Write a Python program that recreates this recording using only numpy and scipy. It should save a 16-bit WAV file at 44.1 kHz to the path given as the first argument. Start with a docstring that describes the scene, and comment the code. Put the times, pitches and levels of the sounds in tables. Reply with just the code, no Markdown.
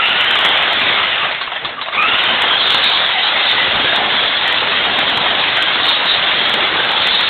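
"""An electric demolition hammer chisels rock in a narrow stone pit, whose echo smears the blows into a roar.
Its gears and fan whine. After a second the trigger is released: the motor coasts and the loose chisel clanks.
Near two seconds it whines back up to speed and hammers on, the chisel now wedging and singing, now ringing out
on hard stone, now sinking into rubble. Throughout, the highest peaks overload a small microphone close by with
a faint crackle."""
import sys
import numpy as np
from scipy import signal
from scipy.fft import rfft, irfft, next_fast_len
from scipy.io import wavfile
from scipy.ndimage import uniform_filter1d, map_coordinates

SR = 44100
rng = np.random.default_rng(int(sys.argv[2]) if len(sys.argv) > 2 else 0)


def wav_record(signal):
    """Record a signal, one row per channel, as 16-bit PCM in the file named by sys.argv[1]."""
    frames = np.transpose(np.atleast_2d(signal))
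    bounded = np.clip(frames, -1, 1)
    # unit amplitude maps onto the largest positive 16-bit level
    quanta = np.round(bounded * 32767).astype(np.int16)
    wavfile.write(sys.argv[1], SR, quanta)


N = 321489

# The tone colours of struck rock, housing and chisel. Each row: frequency in Hz, relative level in dB.
ROCK_SPECTRUM = [(100, -50), (400, -19), (600, -4), (820, -1), (1000, -1.5), (1280, -1), (1550, -2),
                 (2100, -18), (4500, -45), (6000, -78)]
HOUSING_SPECTRUM = [(300, -38), (1200, -14), (1600, -2.5), (2000, 1.5), (2400, -2), (2850, 0), (3200, 0),
                    (3550, 0.5), (3850, -8.5), (4500, -25.5), (6000, -78.5)]
CHISEL_SPECTRUM = [(500, -39.5), (2500, -15.5), (3150, -7), (3450, -6.5), (3720, -1.5), (3950, 0.5),
                   (4200, -3.5), (4600, -8), (6000, -79)]
# The motor labours and whines louder. Each row: start in seconds, length in seconds, pitch sag in Hz
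# (a lift if negative), boost in dB.
LABOURS = [(.11, .22, 30, 3.5), (0.572, 0.077, 30, 6), (2.516, .09, -40, 9), (3.105, .19, 230, 3.5),
           (4.129, .27, 10, 6.5), (4.75, .65, 130, 4), (5.54, 0.16, 270, 6), (6.19, 0.36, 99.5, 5.5),
           (6.9, .3, 61.5, 5)]
# Motor speed is given as the pitch of the gear whine: at a start, flat out, and where blows hit full force.
START_HZ, FULL_HZ, STRIKE_HZ = 1792.4, 3397, 3060


def amp(db):
    """Decibels to gain."""
    return 10 ** (np.asarray(db) / 20)


def unit(x):
    """Scaled to rms 1."""
    return x / np.sqrt(np.mean(x ** 2) + 1e-20)


def spells(starts, lengths, sizes, edge_s):
    """A curve that moves to each size for the length of its spell, with soft edges."""
    t = np.arange(N) / SR
    return sum(size * (np.tanh((t - start) / edge_s) - np.tanh((t - start - length) / edge_s)) / 2
               for start, length, size in zip(starts, lengths, sizes))


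def wobble(rate):
    """A smooth random curve, rate knots a second."""
    knots = rng.standard_normal(int(N * rate / SR) + 4)
    return map_coordinates(knots, [np.arange(N) * rate / SR])


def filtered(x, response):
    """x shaped by a gain that depends on frequency."""
    size = next_fast_len(N + SR // 2)
    return irfft(rfft(x, size) * response(np.fft.rfftfreq(size, 1 / SR)), size)[:N]


def coloured(x, points):
    """x through an EQ curve of (Hz, dB) points joined on a log axis."""
    point_hz, db = np.transpose(points)
    return filtered(x, lambda hz: amp(np.interp(np.log(hz + 1), np.log(point_hz), db)))


def dying(energy, t60):
    """Energy lingers and falls 60 dB in t60 seconds; its sum is kept."""
    keep = np.exp(-np.log(10 ** 6) / (t60 * SR))
    return signal.lfilter([1 - keep], [1, -keep], energy)


def ringing(spectrum, patchy_db):
    """Crowded resonances: coloured noise of rms 1 in which random bands stand out for a moment."""
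    noise = signal.stft(rng.standard_normal(N), nperseg=1024)[2]
    patches = uniform_filter1d(rng.standard_normal(noise.shape), size=4, axis=0)
    patches = unit(uniform_filter1d(patches, size=3, axis=1))
    patchy = signal.istft(noise * amp(patchy_db * patches), nperseg=1024)[1][:N]
    return unit(coloured(patchy, spectrum))


def blurred_tone(hz, width_hz):
    """A tone of rms 1, shaken by the blows and smeared by the walls."""
    phase = 2 * np.pi * np.cumsum(hz * np.ones(N)) / SR
    return unit(wobble(width_hz) * np.cos(phase) + wobble(width_hz) * np.sin(phase))


def drive(surge_s=0.085, surge_share=0.45, climb_s=0.42, coast_s=1.1, swell_s=0.046, let_go_s=0.11):
    """The motor surges, climbs, then coasts when let go. Gives speed (Hz), effort (0-1) and level (dB)."""
    # The trigger is held. Each row: press in seconds, release in seconds.
    trigger = [(-.135, 1.0), (1.91, 7.4)]
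    t = np.arange(N) / SR
    hz, effort, powered = np.zeros((3, N))
    for pressed, released in trigger:
        run = np.clip(t - pressed, 0, released - pressed)
        coast = np.maximum(t - released, 0)
        lag = surge_share * np.exp(-run / surge_s) + (1 - surge_share) * np.exp(-run / climb_s)
        power = (1 - np.exp(-(run / swell_s) ** 2)) * np.exp(-coast / let_go_s)
        speed = (FULL_HZ - (FULL_HZ - START_HZ) * lag) * np.exp(-coast / coast_s)
        hz = np.where(t >= pressed, speed, hz)
        effort += power * lag  # greatest just after the press, gone at full speed
        powered += power
    starts, lengths, sag_hz, _ = np.transpose(LABOURS)
    hz -= spells(starts, lengths, sag_hz, edge_s=0.028)
    hz += 20 * ring_out_db()  # a ringing chisel unloads the motor: 20 Hz per dB
    return hz, effort, -3.3 * (1 - powered)  # quieter without power


def force(speed_hz):
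    """Strength of the blows (0-1); they weaken steeply below striking speed."""
    return np.minimum(speed_hz / STRIKE_HZ, 1) ** 2.23


def pounding(speed_hz, direct_share, teeth_per_blow=148, scatter_db=2.5,
             rattle_rate=230, rattle_share=0.64, blow_t60=0.033, pit_t60=0.88):
    """Envelope of the piston's blows and the rebounds between them, drawn out by the pit."""
    crank_turns = np.floor(np.cumsum(speed_hz) / teeth_per_blow / SR)
    blows = np.diff(crank_turns, prepend=0) * amp(scatter_db * rng.standard_normal(N)) ** 2
    rebounds = (rng.random(N) < rattle_rate / SR) * rng.exponential(size=N)
    energy = (1 - rattle_share) * blows / blows.mean() + rattle_share * rebounds / rebounds.mean()
    echo = 1 + dying(energy - 1, pit_t60)  # the pit is already full of sound
    return np.sqrt(np.abs(direct_share * dying(energy, blow_t60) + (1 - direct_share) * echo))


def hammer(speed_hz, ground_db=0.5, rock_db=-21.5, housing_db=-18.5, chisel_db=-19.5, seated_s=2.55):
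    """Every blow thuds into the ground, cracks the rock and rings the housing and the chisel."""
    # The ground's deep tone colour. Each row: frequency in Hz, relative level in dB.
    ground_spectrum = [(18, -39.5), (32, -20), (60, -5), (120, -2), (280, 2), (480, 4), (700, 2),
                       (1400, -36), (4000, -66)]
    # The thud swells and eases. Each row: time in seconds, relative level in dB.
    thud_levels = [(0, -32.5), (1.0, -30.5), (1.25, -30), (1.58, -32.5), (1.66, -21), (1.92, -28),
                   (2.3, -31), (2.7, -33.5), (3.4, -35.5), (3.72, -26.5), (4.05, -28.5), (4.38, -34.5),
                   (4.66, -28.5), (5.3, -29), (6.05, -33), (6.66, -28), (6.8, -29), (7.2, -32.5)]
    # Loose rubble muffles the tip. Each row: start in seconds, length in seconds, dip of the rock in dB.
    sinks = [(0.808, 0.083, -3), (3.079, .12, -2), (4.248, .19, -2), (5.455, 0.091, -3.5),
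             (7.026, .15, -1.5)]
    t = np.arange(N) / SR
    thud_db = np.interp(t, *np.transpose(thud_levels))
    sink_db = spells(*np.transpose(sinks), edge_s=0.041)
    ring_db = ring_out_db()
    unseated = (1 - np.tanh((t - seated_s) / 0.05)) / 2  # the housing rattles more until the tip seats
    rock_gain = amp(rock_db + 0.18 * (thud_db - thud_db.mean()) + 1.07 * unseated + sink_db)
    housing_gain = amp(housing_db + 3 * unseated - 0.19 * ring_db + 0.33 * sink_db)
    chisel_gain = amp(chisel_db - 4 * unseated + ring_db)
    thud = amp(ground_db + thud_db) * ringing(ground_spectrum, patchy_db=1.7)
    crack = rock_gain * ringing(ROCK_SPECTRUM, patchy_db=2.0)
    clatter = housing_gain * ringing(HOUSING_SPECTRUM, patchy_db=2.0)
    steel = chisel_gain * ringing(CHISEL_SPECTRUM, patchy_db=2.5)
    # the stone, the machine and the bare chisel each rebound in their own way
    return force(speed_hz) * (pounding(speed_hz, direct_share=0.21) * (thud + crack)
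                              + pounding(speed_hz, direct_share=0.17) * clatter
                              + pounding(speed_hz, direct_share=0.2) * steel)


def motor(speed_hz, effort, whine_db=-27.5, fan_db=-14, line_hz=160, skirt_hz=520,
          judder_db=2.0, judder_rate=35, casing_hz=1293, casing_width_hz=34):
    """Gear whine, a narrow line on a rough skirt, with the fan an octave below; effort lifts both."""
    starts, lengths, _, boost_db = np.transpose(LABOURS)
    level_db = whine_db + 24 * effort + spells(starts, lengths, boost_db, edge_s=0.05)
    load = np.interp(speed_hz, [2850, 3350], [0.4, 1])  # the piston only strikes hard near full speed
    hz = speed_hz * (1 + 0.022 * load * wobble(judder_rate))  # the pounding tugs at the speed
    gears = unit(blurred_tone(hz, line_hz) + amp(-0.5) * blurred_tone(hz, skirt_hz))
    # the fan's tone swells as it sweeps through a resonance of the casing
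    resonance_db = 11 / (1 + ((hz / 2 - casing_hz) / casing_width_hz) ** 2)
    fan = amp(fan_db + 17 * effort + resonance_db) * blurred_tone(hz / 2, line_hz)
    level_db += judder_db * load * wobble(judder_rate)
    speed_gain = np.minimum(hz / STRIKE_HZ, 1) ** 1.6
    return speed_gain * amp(level_db) * (gears + fan)


def overload_ticks(speed_hz, gain_db=3, hz=2900, width_s=0.00017, small_rate=4, small_db=-4.0):
    """Brief peaks in the roar that clip the microphone and tick; smaller ones fall at random."""
    # The loudest ticks. Each row: time in seconds, relative peak in dB.
    loudest = [(0.083, -1.5), (.094, -1), (0.131, -2), (.246, -1), (.576, -0.5), (.733, -0.5), (.797, -3.5),
               (.933, -4.5), (2.029, -2.5), (2.143, -2), (2.422, -2), (2.49, -1.5), (2.545, -2),
               (2.706, -1), (2.783, -1.5), (2.844, 2), (2.9, -0.5), (2.975, -0.5), (3.523, -9.5),
               (3.962, -2.5), (3.998, -3.5), (4.266, -2), (4.527, -0.5), (5.098, -2.5), (5.175, 1.5),
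               (5.626, 2), (5.856, -.5), (5.912, -3), (6.496, 0), (6.54, -3.5), (6.673, -0.5), (6.849, -2),
               (6.917, 0), (7.073, 3.5), (7.21, 3.5), (7.256, -6.5)]
    times, db = np.transpose(loudest)
    loud = np.bincount(np.round(times * SR).astype(int), amp(db + gain_db), N)[:N]
    small = (rng.random(N) < small_rate / SR) * amp(small_db) * force(speed_hz)
    t = np.arange(-SR // 500, SR // 500) / SR
    spike = np.exp(-(t / width_s) ** 2) * np.cos(2 * np.pi * hz * t)
    return signal.fftconvolve((loud + small) * rng.choice([-1, 1], N), spike, "same")


def ring_out_db():
    """How far the chisel rings above its usual level when it meets hard stone."""
    # The ring-outs. Each row: start in seconds, length in seconds, boost in dB.
    ring_outs = [(0.693, 0.24, 3.5), (2.581, .435, 7), (3.21, .09, 5), (3.458, 0.086, 7), (5.825, .14, 8),
                 (6.063, 0.093, 7.5), (7.0, .35, 6.5)]
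    return spells(*np.transpose(ring_outs), edge_s=0.02)


def sung_resonances(gain_db=1.0, width_hz=190):
    """A resonance swells and sings for a moment: steel and stone while the tip is held fast, or the casing as
    the coasting fan runs through it."""
    # The sung notes; the first three, while the motor coasts, are the casing's resonance as the fan runs down
    # through it. Each row: centre in seconds, pitch in Hz, half-length in seconds, relative level in dB.
    notes = [(1.018, 1278, 0.1, -28.5), (1.227, 1180, 0.042, -23.5), (1.788, 1194, .021, -24),
             (3.204, 777, .11, -24), (3.162, 2020, 0.13, -27), (3.392, 2080, 0.15, -25),
             (3.596, 1970, .11, -23), (3.904, 1642, .09, -21.5), (4.0, 794, 0.058, -21),
             (4.479, 1850, .07, -23.5), (5.462, 2560, 0.11, -27.5), (5.634, 1575, 0.17, -26),
             (6.823, 1568, 0.099, -24.5), (6.93, 850, 0.087, -25)]
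    t = np.arange(N) / SR
    singing = np.zeros(N)
    for centre, hz, half_length, db in notes:
        swell = np.exp(-2 * ((t - centre) / half_length) ** 2)
        singing += amp(db + gain_db) * swell * blurred_tone(hz, width_hz)
    return singing


def clanks(gain_db=-4, housing_db=-2.0, t60=0.14):
    """The loose chisel knocks on rock and in the tool holder, each time with the pit's short tail."""
    # The knocks. Each row: start in seconds, relative levels of the dull knock and the steel ring in dB.
    knocks = [(1.157, -14.5, -20.5), (1.243, -11, -17.5), (1.311, -15, -16.5), (1.413, -17.5, -10.5),
              (1.519, -13, -30), (1.559, -17, -38), (1.648, -15.5, -11), (1.691, -19, -24.5),
              (1.813, -15, -13), (1.86, -20, -22), (1.885, -19, -25), (1.926, -18, -16),
              (1.947, -13, -16.5)]
    t = np.arange(SR // 3) / SR
    spectra = ROCK_SPECTRUM, HOUSING_SPECTRUM, CHISEL_SPECTRUM
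    energy = np.zeros((3, N + SR))
    for start, knock_db, ring_db in knocks:
        parts_db = np.array([knock_db, knock_db + housing_db, ring_db])
        onset = round(start * SR)
        energy[:, onset:onset + len(t)] += amp(gain_db + parts_db[:, None] - 60 * t / t60) ** 2
    return sum(envelope * ringing(spectrum, patchy_db=5.0)
               for envelope, spectrum in zip(np.sqrt(energy[:, :N]), spectra))


def saturated(x, top, hardness):
    """Peaks rounded off at top; the greater the hardness, the sharper the corner."""
    return x / (1 + np.abs(x / top) ** hardness) ** (1 / hardness)


def scene():
    """The hammer, its motor, the peaks in the roar and the chisel, wedged or loose."""
    speed_hz, effort, coast_db = drive()
    machine = amp(coast_db) * (hammer(speed_hz) + motor(speed_hz, effort))
    return (machine + overload_ticks(speed_hz) + sung_resonances() + clanks())[None]


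def record(dry):
    """Peaks are rounded off, the treble falls away steeply above 4 kHz, and what still overshoots is clipped,
    which adds thin ticks."""
    # The steep treble roll-off above 4 kHz. Each row: frequency in Hz, gain in dB.
    roll_off = [(3700, 0.5), (3950, -7.5), (4200, -10.5), (4400, -21), (4600, -27.5), (4900, -44.5),
                (5600, -85), (7000, -100)]
    narrow = coloured(saturated(dry[0], top=0.84, hardness=4.48), roll_off)
    clipped = saturated(narrow, top=0.71, hardness=40)
    return filtered(clipped, lambda hz: hz < 15870)[None]


dry = scene()
out = record(dry)
wav_record(out)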